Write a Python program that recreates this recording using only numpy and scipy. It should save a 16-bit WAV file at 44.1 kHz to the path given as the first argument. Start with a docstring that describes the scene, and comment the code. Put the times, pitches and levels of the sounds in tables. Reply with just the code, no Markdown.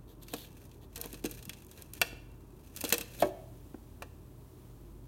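"""A clear plastic tank is turned in the hands and set down, close to a phone in a tiled room.
Skin rubs and rasps over its thin walls, and plastic catching on plastic makes them tick and creak.
The tank gives short knocks against its fittings, lands with a hollow bump, then knocks twice more.
The room rings briefly after each sound, over a quiet rumble, a faint hiss and a low mains hum."""
import sys
import numpy as np
from scipy import signal
from scipy.fft import rfft, irfft, next_fast_len
from scipy.io import wavfile
from scipy.ndimage import map_coordinates

SR = 44100
rng = np.random.default_rng(int(sys.argv[2]) if len(sys.argv) > 2 else 0)


def generate_wav(signal):
    """Clip the signal to [-1, 1] and save it as 16-bit WAV at the path in sys.argv[1]."""
    frames = np.transpose(np.atleast_2d(signal))
    scaled = np.clip(frames, -1, 1) * 32767
    pcm = np.round(scaled).astype(np.int16)
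    wavfile.write(sys.argv[1], SR, pcm)


N = 223843

# A "colour" says how strong each frequency is next to the others.
# A "ring time" (t60) is how long a sound takes to fade by 60 dB.
# The low rumble of the quiet room. Each row: frequency in Hz, relative level in dB.
RUMBLE_COLOUR = [(15, -41), (25, 21), (38, -5.5), (123, -2.5), (216, -9.5), (265, -7), (378, -8.5),
                 (530, -21.5), (627, -17.5), (676, -24.5), (947, -22), (1280, -29), (2200, -45),
                 (2860, -62), (4840, -120)]
# A faint hiss that creeps up. Each row: time in seconds, level in dB.
HISS_LEVELS = [(0, -73), (2.5, -70.5), (3.3, -65), (3.7, -66), (4.3, -68.5), (4.6, -65.5), (5.0, -69)]
# The colour of that hiss. Each row: frequency in Hz, relative level in dB.
HISS_COLOUR = [(1000, 0), (2000, -0.5), (3500, 0), (5000, -2.5), (10000, -0.5), (16000, 1.5)]
# The tones of an appliance's hum. Each row: frequency in Hz, average level in dB.
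HUM_TONES = [(48.3, -57), (80.5, -62.5), (120, -61.5)]
# Fingers sliding to a new grip. Each row: start in seconds, seconds until it fades, level in dB.
SLIDES = [(0.255, 0.21, -63), (0.474, 0.18, -67), (0.913, 0.25, -59), (1.21, .21, -56.5),
          (1.493, .055, -60), (1.669, 0.12, -59.5), (1.86, 0.22, -60.5), (2.58, .15, -71), (2.709, .3, -53),
          (3.07, 0.2, -56.5)]
# Skin rubbing on plastic. Each row: frequency in Hz, relative level in dB.
RUB_COLOUR = [(500, 7.5), (1100, -12), (1700, 2), (2150, -8.5), (2600, -1.5), (3000, -6), (4100, -4.5),
              (5000, -5.5), (6400, -2), (8000, -7), (12500, -4), (16000, -6)]
# Treble bands the walls give off best. Each row: centre in Hz, width in Hz, strength in dB.
BRIGHT_BANDS = [(2340, 380, -1.5), (3270, 86, 1.5), (4100, 60, -5.5), (6060, 94, -7.5), (7700, 28, -14.5),
                (8850, 180, 0), (9400, 84, -8), (11900, 580, -4), (11500, 134, -6), (12870, 99, -8.5),
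                (14900, 135, -8.5), (14050, 60, -8.5)]
# How long the thin walls ring. Each row: frequency in Hz, ring time in seconds.
WALL_RING_TIMES = [(300, 0.11), (1500, 0.082), (2100, 0.027), (2650, 0.057), (3300, 0.052), (6000, 0.039),
                   (12000, 0.023), (16000, 0.018)]
# The side panel's own notes. Each row: frequency in Hz, gain in dB, ring time in seconds.
PANEL_NOTES = [(2376, -5.5, .025), (2574, -4.5, 0.05), (2702, 3.5, 0.06), (3390, -9, 0.034),
               (4035, -9, 0.047), (6500, -9.5, 0.021), (9100, -6, .02), (11900, -8, 0.014),
               (13000, -7.5, .02)]
# A finger dragged over the wall.
# Each row: start in seconds, length in seconds, rasp level in dB, shell drone level in dB.
DRAGS = [(0.072, 0.076, -63, -67), (0.211, 0.043, -55.5, -64), (0.256, 0.087, -60.5, -67),
         (0.291, 0.2, -52.5, -68), (0.8, 0.07, -65, -64), (0.954, 0.081, -65, -52),
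         (1.018, 0.063, -57, -47), (1.763, 0.069, -62.5, -55), (3.195, 0.034, -42, -48)]
# The rasp of that finger. Each row: frequency in Hz, relative level in dB.
RASP_COLOUR = [(1200, -18.5), (2600, -8.5), (3350, 3), (4500, -2), (5200, -12), (6300, -9), (9000, -13),
               (13000, -1.5), (16000, -12)]
# The shell's notes. Each row: frequency in Hz, relative level in dB, ring time in seconds.
SHELL_NOTES = [(175, -5.5, 0.065), (259.4, 0.5, 0.031), (297, -0.5, 0.19), (336, -4.5, 0.24),
               (395, -4, 0.083), (478.5, -1, 0.54), (546.5, 2.5, .06), (610, 0, 0.052), (697, 2, 0.066),
               (750, -5, 0.035), (894, -3.5, .06), (1030, -2, .06), (1270, -2.5, 0.014), (1572, -3.5, 0.2),
               (1615, -7.5, 0.11), (1800, -3.5, 0.12), (1867, -1, 0.14), (2378, -0.5, 0.025),
               (2400, -5.5, 0.063), (2654, 0.5, 0.077), (3095, -2.5, 0.025), (3370, -3, 0.098),
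               (3830, -0.5, 0.017), (4550, 3, .05)]
# Sharp ticks of plastic catching on plastic.
# Each row: start in seconds, treble level in dB, level of the lower ring in dB relative to the treble.
TICKS = [(0.232, -51.5, -7), (0.283, -51, 2.5), (0.3369, -37, 1), (0.4459, -61.5, 10), (0.7142, -62, 5),
         (0.9583, -39.5, -1.5), (0.969, -50, 2), (0.9776, -43.5, -9), (1.0137, -32.5, -16.5),
         (1.04, -50.5, 7.5), (1.0588, -41.5, -34), (1.1291, -42.5, -9), (1.143, -49.5, 5),
         (1.2408, -43.5, 2.5), (1.2519, -40.5, 3.5), (1.258, -37.5, 0), (1.3116, -40, -13),
         (1.348, -51.5, -5), (1.4263, -49.5, -2), (1.4531, -46, -7.5), (1.4941, -39.5, -4.5),
         (1.5327, -52, 6), (1.6207, -57, 0.5), (1.6472, -56, -21.5), (1.6664, -54.5, -20),
         (1.7134, -50, -4), (1.8214, -44.5, -9), (1.9351, -40, -11), (2.0145, -24.5, 1),
         (2.7628, -38.5, -10), (2.7709, -41, -3), (2.8079, -38, -9), (2.812, -35, -6.5), (2.84, -34, -1.5),
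         (2.8494, -35.5, 3.5), (2.8917, -33.5, -21), (2.9015, -36.5, 1), (2.9248, -19.5, -3),
         (2.94, -29.5, -1), (2.9809, -31.5, -6), (3.0103, -36.5, 1.5), (3.2025, -40.5, -12),
         (3.2216, -38, 4.5), (4.022, -48.5, 5)]
# The colour of a tick. Each row: frequency in Hz, relative level in dB.
TICK_COLOUR = [(200, -1.5), (800, -10), (1650, -4.5), (2150, -8.5), (2600, -1), (3000, -5.5), (4000, -1),
               (5000, -2.5), (6400, 0.5), (8500, -0.5), (10500, -2.5), (13000, 2), (15300, -1),
               (16300, -6.5)]
# Short, damped knocks on the tank, during handling and after it is set down.
# Each row: start in seconds, thump level in dB, thump centre in Hz,
# clack level in dB, clack centre in Hz, extra fading in dB per second.
KNOCKS = [(0.334, -32, 203, -33.5, 610, 500), (1.133, -39, 303, -55, 900, 502),
          (1.2432, -31, 260, -35, 430, 250), (1.472, -42.5, 147, -69, 600, 102),
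          (1.4946, -56, 400, -41, 3420, 500), (2.0152, -29.5, 687, -23, 2500, 502),
          (2.128, -44, 381, -57, 800, 1200), (2.8388, -30.5, 380, -41.5, 870, 600),
          (2.9235, -25.5, 397, -29.5, 2440, 252), (2.941, -42, 500, -43.5, 1000, 597),
          (2.983, -42, 450, -54.5, 900, 499), (3.2225, -31.5, 240, -35.5, 1390, 500),
          (3.2455, -32, 376, -44, 800, 900), (3.743, -38, 269, -51, 790, 1000),
          (4.021, -42.5, 550, -38.5, 1410, 700)]
# The tank's notes on the tiles. Each row: frequency in Hz, relative level in dB, ring time in seconds.
STANDING_NOTES = [(120, -27, 0.31), (242, -14.5, 0.072), (333, -12.5, 0.197), (375.6, -13, 0.32),
                  (589, -7, 0.21), (651, 3, 0.051), (686, -6, 0.09), (800, -17.5, 0.12), (920, -23, 0.13),
                  (982, -17, 0.09), (1110, -14.5, 0.097), (1210, -25, .08), (1303, -24, 0.13),
                  (1610, -22, 0.12), (1747, -18, 0.052), (2206, -22.5, 0.1)]
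# How long the room rings. Each row: frequency in Hz, ring time in seconds.
ROOM_RING_TIMES = [(150, 0.77), (680, 0.6), (2500, 0.65), (6000, 0.45), (14000, 0.23)]
# The colour of the room's echo. Each row: frequency in Hz, relative level in dB.
ROOM_COLOUR = [(150, 4), (450, 2.5), (680, 6.5), (1100, -1), (2800, 2.5), (6000, 4), (14000, 4)]

TOP_HZ = 16150  # the highest frequency the phone picks up
LET_GO_S = 3.3  # the hand lets go


def amp(db):
    """Turn decibels into a plain multiplier."""
    return 10 ** (np.asarray(db) / 20)


def unit(x):
    """Scale x to an average (rms) level of 1."""
    return x / np.sqrt(np.mean(x ** 2) + 1e-20)


def along(points, hz):
    """Read between the rows of a (Hz, value) table, on a log frequency scale."""
    frequencies, values = np.transpose(points)
    return np.interp(np.log(hz + 1), np.log(frequencies + 1), values)


def wobble(rate):
    """A smooth curve through this many random points a second."""
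    points = rng.standard_normal(int(N * rate / SR) + 4)
    return map_coordinates(points, [np.arange(N) * rate / SR])


def filtered(x, response):
    """Scale each frequency in x by response(hz)."""
    size = next_fast_len(N + SR // 2)
    return irfft(rfft(x, size) * response(np.fft.rfftfreq(size, 1 / SR)), size)[:N]


def coloured(x, colour):
    """Give x the colour in a table."""
    return filtered(x, lambda hz: amp(along(colour, hz)))


def add(track, start, sound):
    """Mix a sound in at a start time in seconds."""
    part = track[round(start * SR):][:len(sound)]
    part += sound[:len(part)]


def ringing(hz, t60, samples):
    """One fading sine wave per row."""
    t = np.arange(samples) / SR
    return np.sin(2 * np.pi * hz[:, None] * t) * amp(-60 * t / t60[:, None])


def burst(x, seconds):
    """Give x the energy of a 0 dB sound held for this long."""
    return x / np.sqrt(np.sum(x ** 2) / (seconds * SR) + 1e-20)


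def rise(x, seconds):
    """Let x swell in while a contact builds up."""
    return x * (1 - np.exp(-(np.arange(len(x)) / SR / seconds) ** 2))


def reach(hz, centre_hz, octaves):
    """A contact stirs notes near its centre frequency most; octaves sets the width."""
    return (1 + (np.log2(hz / centre_hz) / octaves / 2) ** 2) ** -2.5


def background(rumble_db=-49):
    """Room rumble, a faint hiss and the unsteady hum of an appliance."""
    t = np.arange(N) / SR
    hiss_level = amp(np.interp(t, *np.transpose(HISS_LEVELS)))
    hiss = hiss_level * unit(coloured(rng.standard_normal(N), HISS_COLOUR))
    hum = np.zeros(N)
    for hz, db in HUM_TONES:
        peak = amp(db + 2.3 * wobble(3.67)) * np.sqrt(2)
        hum += peak * np.sin(2 * np.pi * hz * t + 0.5 * wobble(2.8))
    rumble = amp(rumble_db) * unit(coloured(rng.standard_normal(N), RUMBLE_COLOUR))
    return rumble + hiss + hum


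def sliding(swell_s=0.089, fade_db_per_s=169, resting_db=-76.5):
    """How hard the fingers rub: each slide swells and dies away, above a faint steady level."""
    t = np.arange(N) / SR
    level = np.zeros(N)
    for start, length, db in SLIDES:
        swell = np.clip((t - start) / swell_s, 0, 1)
        fade_db = fade_db_per_s * np.maximum(t - start - length, 0)
        level = np.maximum(level, swell * amp(db - fade_db))
    holding = np.interp(t, [LET_GO_S - 0.02, LET_GO_S + 0.02], [1, 0])
    return level * holding + amp(resting_db)


def wall_brightness(hz, base):
    """The walls give off a few treble bands more strongly than the rest."""
    return base + sum(amp(db) / np.hypot(1, 2 * (hz - centre) / width)
                      for centre, width, db in BRIGHT_BANDS)


def rubbing(slide, catches_per_s=200):
    """Skin slips over the plastic in countless tiny catches."""
    catches = (rng.random(N) < catches_per_s / SR) * amp(4 * rng.exponential(size=N).clip(0, 3.5))
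    catch_fade = np.exp(-np.arange(SR // 50) / SR / 0.0045)
    grip = np.sqrt(np.abs(signal.fftconvolve(catches ** 2, catch_fade)[:N]) + 0.5)
    friction = grip * rng.standard_normal(N)
    hiss = filtered(friction, lambda hz: amp(along(RUB_COLOUR, hz)) * wall_brightness(hz, base=0.93))
    return slide * unit(hiss)


def creaks(slide, per_s=28):
    """Rows like those of TICKS: small, unevenly spaced ticks about as strong as the rubbing."""
    count = int(LET_GO_S * per_s) + 2
    time_scatter, level_scatter, ring_scatter = rng.standard_normal((3, count))
    times = (np.arange(count) + 0.4 * time_scatter) / per_s
    rub_db = 20 * np.log10(np.interp(times, np.arange(N) / SR, slide))
    treble_db = rub_db + 1 + 3 * level_scatter
    ring_db = -0.5 + 3 * ring_scatter
    rows = np.column_stack([times, treble_db, ring_db])
    return rows[(times > 0) & (times < LET_GO_S)]


def wall_notes(count=500):
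    """The thin walls have too many notes to tell apart, all dying fast."""
    hz = 150 + (TOP_HZ - 150) * (np.arange(count) + rng.random(count)) / count
    return hz, ringing(hz, along(WALL_RING_TIMES, hz), SR // 12)


def side_panel(x):
    """The side panel rings on after each rub, tick and knock."""
    t = np.arange(SR // 8) / SR
    notes = np.zeros(len(t))
    for hz, db, t60 in PANEL_NOTES:
        scale = 2 * np.log(1000) / (t60 * SR)  # keeps a long ring from raising the note's gain
        notes += scale * amp(db - 60 * t / t60) * np.cos(2 * np.pi * hz * t)
    return x + signal.fftconvolve(x, notes)[:N]


def drags():
    """A firmly dragged finger makes a dry, fluttering rasp and sets the shell droning."""
    rasp_level, drone_level = np.zeros(N), np.zeros(N)
    for start, length, rasp_db, drone_db in DRAGS:
        pressure = np.sqrt(np.hanning(round(length * SR)))
        add(rasp_level, start, amp(rasp_db) * pressure)
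        add(drone_level, start, amp(drone_db) * pressure)
    friction = amp(2.9 * wobble(350)) * rng.standard_normal(N)
    rasp = coloured(friction, RASP_COLOUR)
    hz, db, t60 = np.transpose(SHELL_NOTES)
    stirred = amp(db) * reach(hz, centre_hz=805, octaves=0.96)
    shell_ring = stirred @ ringing(hz, t60 / 2, SR // 10)
    drone = signal.fftconvolve(friction, shell_ring)[:N]
    return rasp_level * unit(rasp) + drone_level * unit(drone)


def ticks(rows, wall_hz, wall_rings):
    """Each tick shakes the walls anew; heavy contacts favour the lower notes, light ones die sooner."""
    out = np.zeros(N)
    colour = amp(along(TICK_COLOUR, wall_hz)) * wall_brightness(wall_hz, base=0.81)
    treble_share = np.clip(np.log2(wall_hz / 3000) / 1.8, 0, 1)
    t = np.arange(wall_rings.shape[1]) / SR
    strength = colour * rng.standard_normal((len(rows), len(wall_hz)))
    highs = strength * treble_share @ wall_rings
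    lows = strength * (1 - treble_share) @ wall_rings
    for (start, db, ring_db), high, low in zip(rows, highs, lows):
        fade = amp(130 * min(ring_db, 0) * t)  # a weak ring also shortens the crack
        crack = burst(rise(high * fade, 0.0003), 0.0028)
        ring = burst(rise(low, 0.00019), 0.002)
        add(out, start, amp(db) * (crack + amp(ring_db) * ring))
    return out


def damped(ring, centre_hz, fade_db_per_s):
    """A blow's ring swells in, then is cut short."""
    contact_s = 0.72 / centre_hz  # soft, low blows press for longer
    fade = amp(-fade_db_per_s * np.arange(len(ring)) / SR)
    return burst(rise(ring, contact_s) * fade, 0.0038)


def knocks(wall_hz, wall_rings):
    """A blow thumps the whole shell and clacks the walls where it lands."""
    out = np.zeros(N)
    note_hz, note_db, t60 = np.transpose(SHELL_NOTES)
    shell_rings = ringing(note_hz, t60, SR // 3)
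    for start, thump_db, thump_hz, clack_db, clack_hz, fade_db_per_s in KNOCKS:
        thump = (thump_hz, 0.4, thump_db, thump_db - 5.5)  # mostly the shell
        clack = (clack_hz, 0.75, clack_db - 4.5, clack_db)  # mostly the walls
        for centre_hz, octaves, shell_db, walls_db in (thump, clack):
            shell = amp(note_db + rng.normal(0, 1, len(note_hz))) * reach(note_hz, centre_hz, octaves)
            walls = rng.standard_normal(len(wall_hz)) * reach(wall_hz, centre_hz, octaves)
            walls /= np.sqrt(wall_hz)
            add(out, start, amp(shell_db) * damped(shell @ shell_rings, centre_hz, fade_db_per_s))
            add(out, start, amp(walls_db) * damped(walls @ wall_rings, centre_hz, fade_db_per_s))
    return out


def set_down(start, gain_db):
    """The tank lands on the tiles with a hollow bump and rings freely."""
    out = np.zeros(N)
    hz, db, t60 = np.transpose(STANDING_NOTES)
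    bump = amp(db) @ ringing(hz, t60, SR // 2)
    add(out, start, amp(gain_db) * rise(bump, 0.00079))
    return out


def room(x, echo_db, delay_s=0.0056):
    """Hard walls and tiles throw the sound back; each frequency dies at its own speed."""
    hz, t, noise = signal.stft(rng.standard_normal(SR * 3 // 4), SR, nperseg=256)
    decay_db = along(ROOM_COLOUR, hz)[:, None] - 60 * t / along(ROOM_RING_TIMES, hz)[:, None]
    tail = signal.istft(noise * amp(decay_db), SR, nperseg=256)[1]
    tail = np.pad(tail / np.linalg.norm(tail), (round(delay_s * SR), 0))
    return x + amp(echo_db) * signal.fftconvolve(x, tail)[:N]


def scene():
    """The tank is handled and set down in the humming, tiled room."""
    wall_hz, wall_rings = wall_notes()
    slide = sliding()
    rubs = rubbing(slide)
    ticking = ticks(np.vstack([TICKS, creaks(slide)]), wall_hz, wall_rings)
    blows = knocks(wall_hz, wall_rings)
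    tank = side_panel(rubs + ticking + blows) + drags() + set_down(start=3.2241, gain_db=-16)
    return (room(tank, echo_db=-16.5) + background())[None]


def record(dry):
    """The phone drops the deepest bass and the very highest treble."""
    low_cut_hz = 39.0
    return filtered(dry[0], lambda hz: hz ** 14 / (hz ** 14 + low_cut_hz ** 14) * (hz < TOP_HZ))[None]


dry = scene()
out = record(dry)
generate_wav(out)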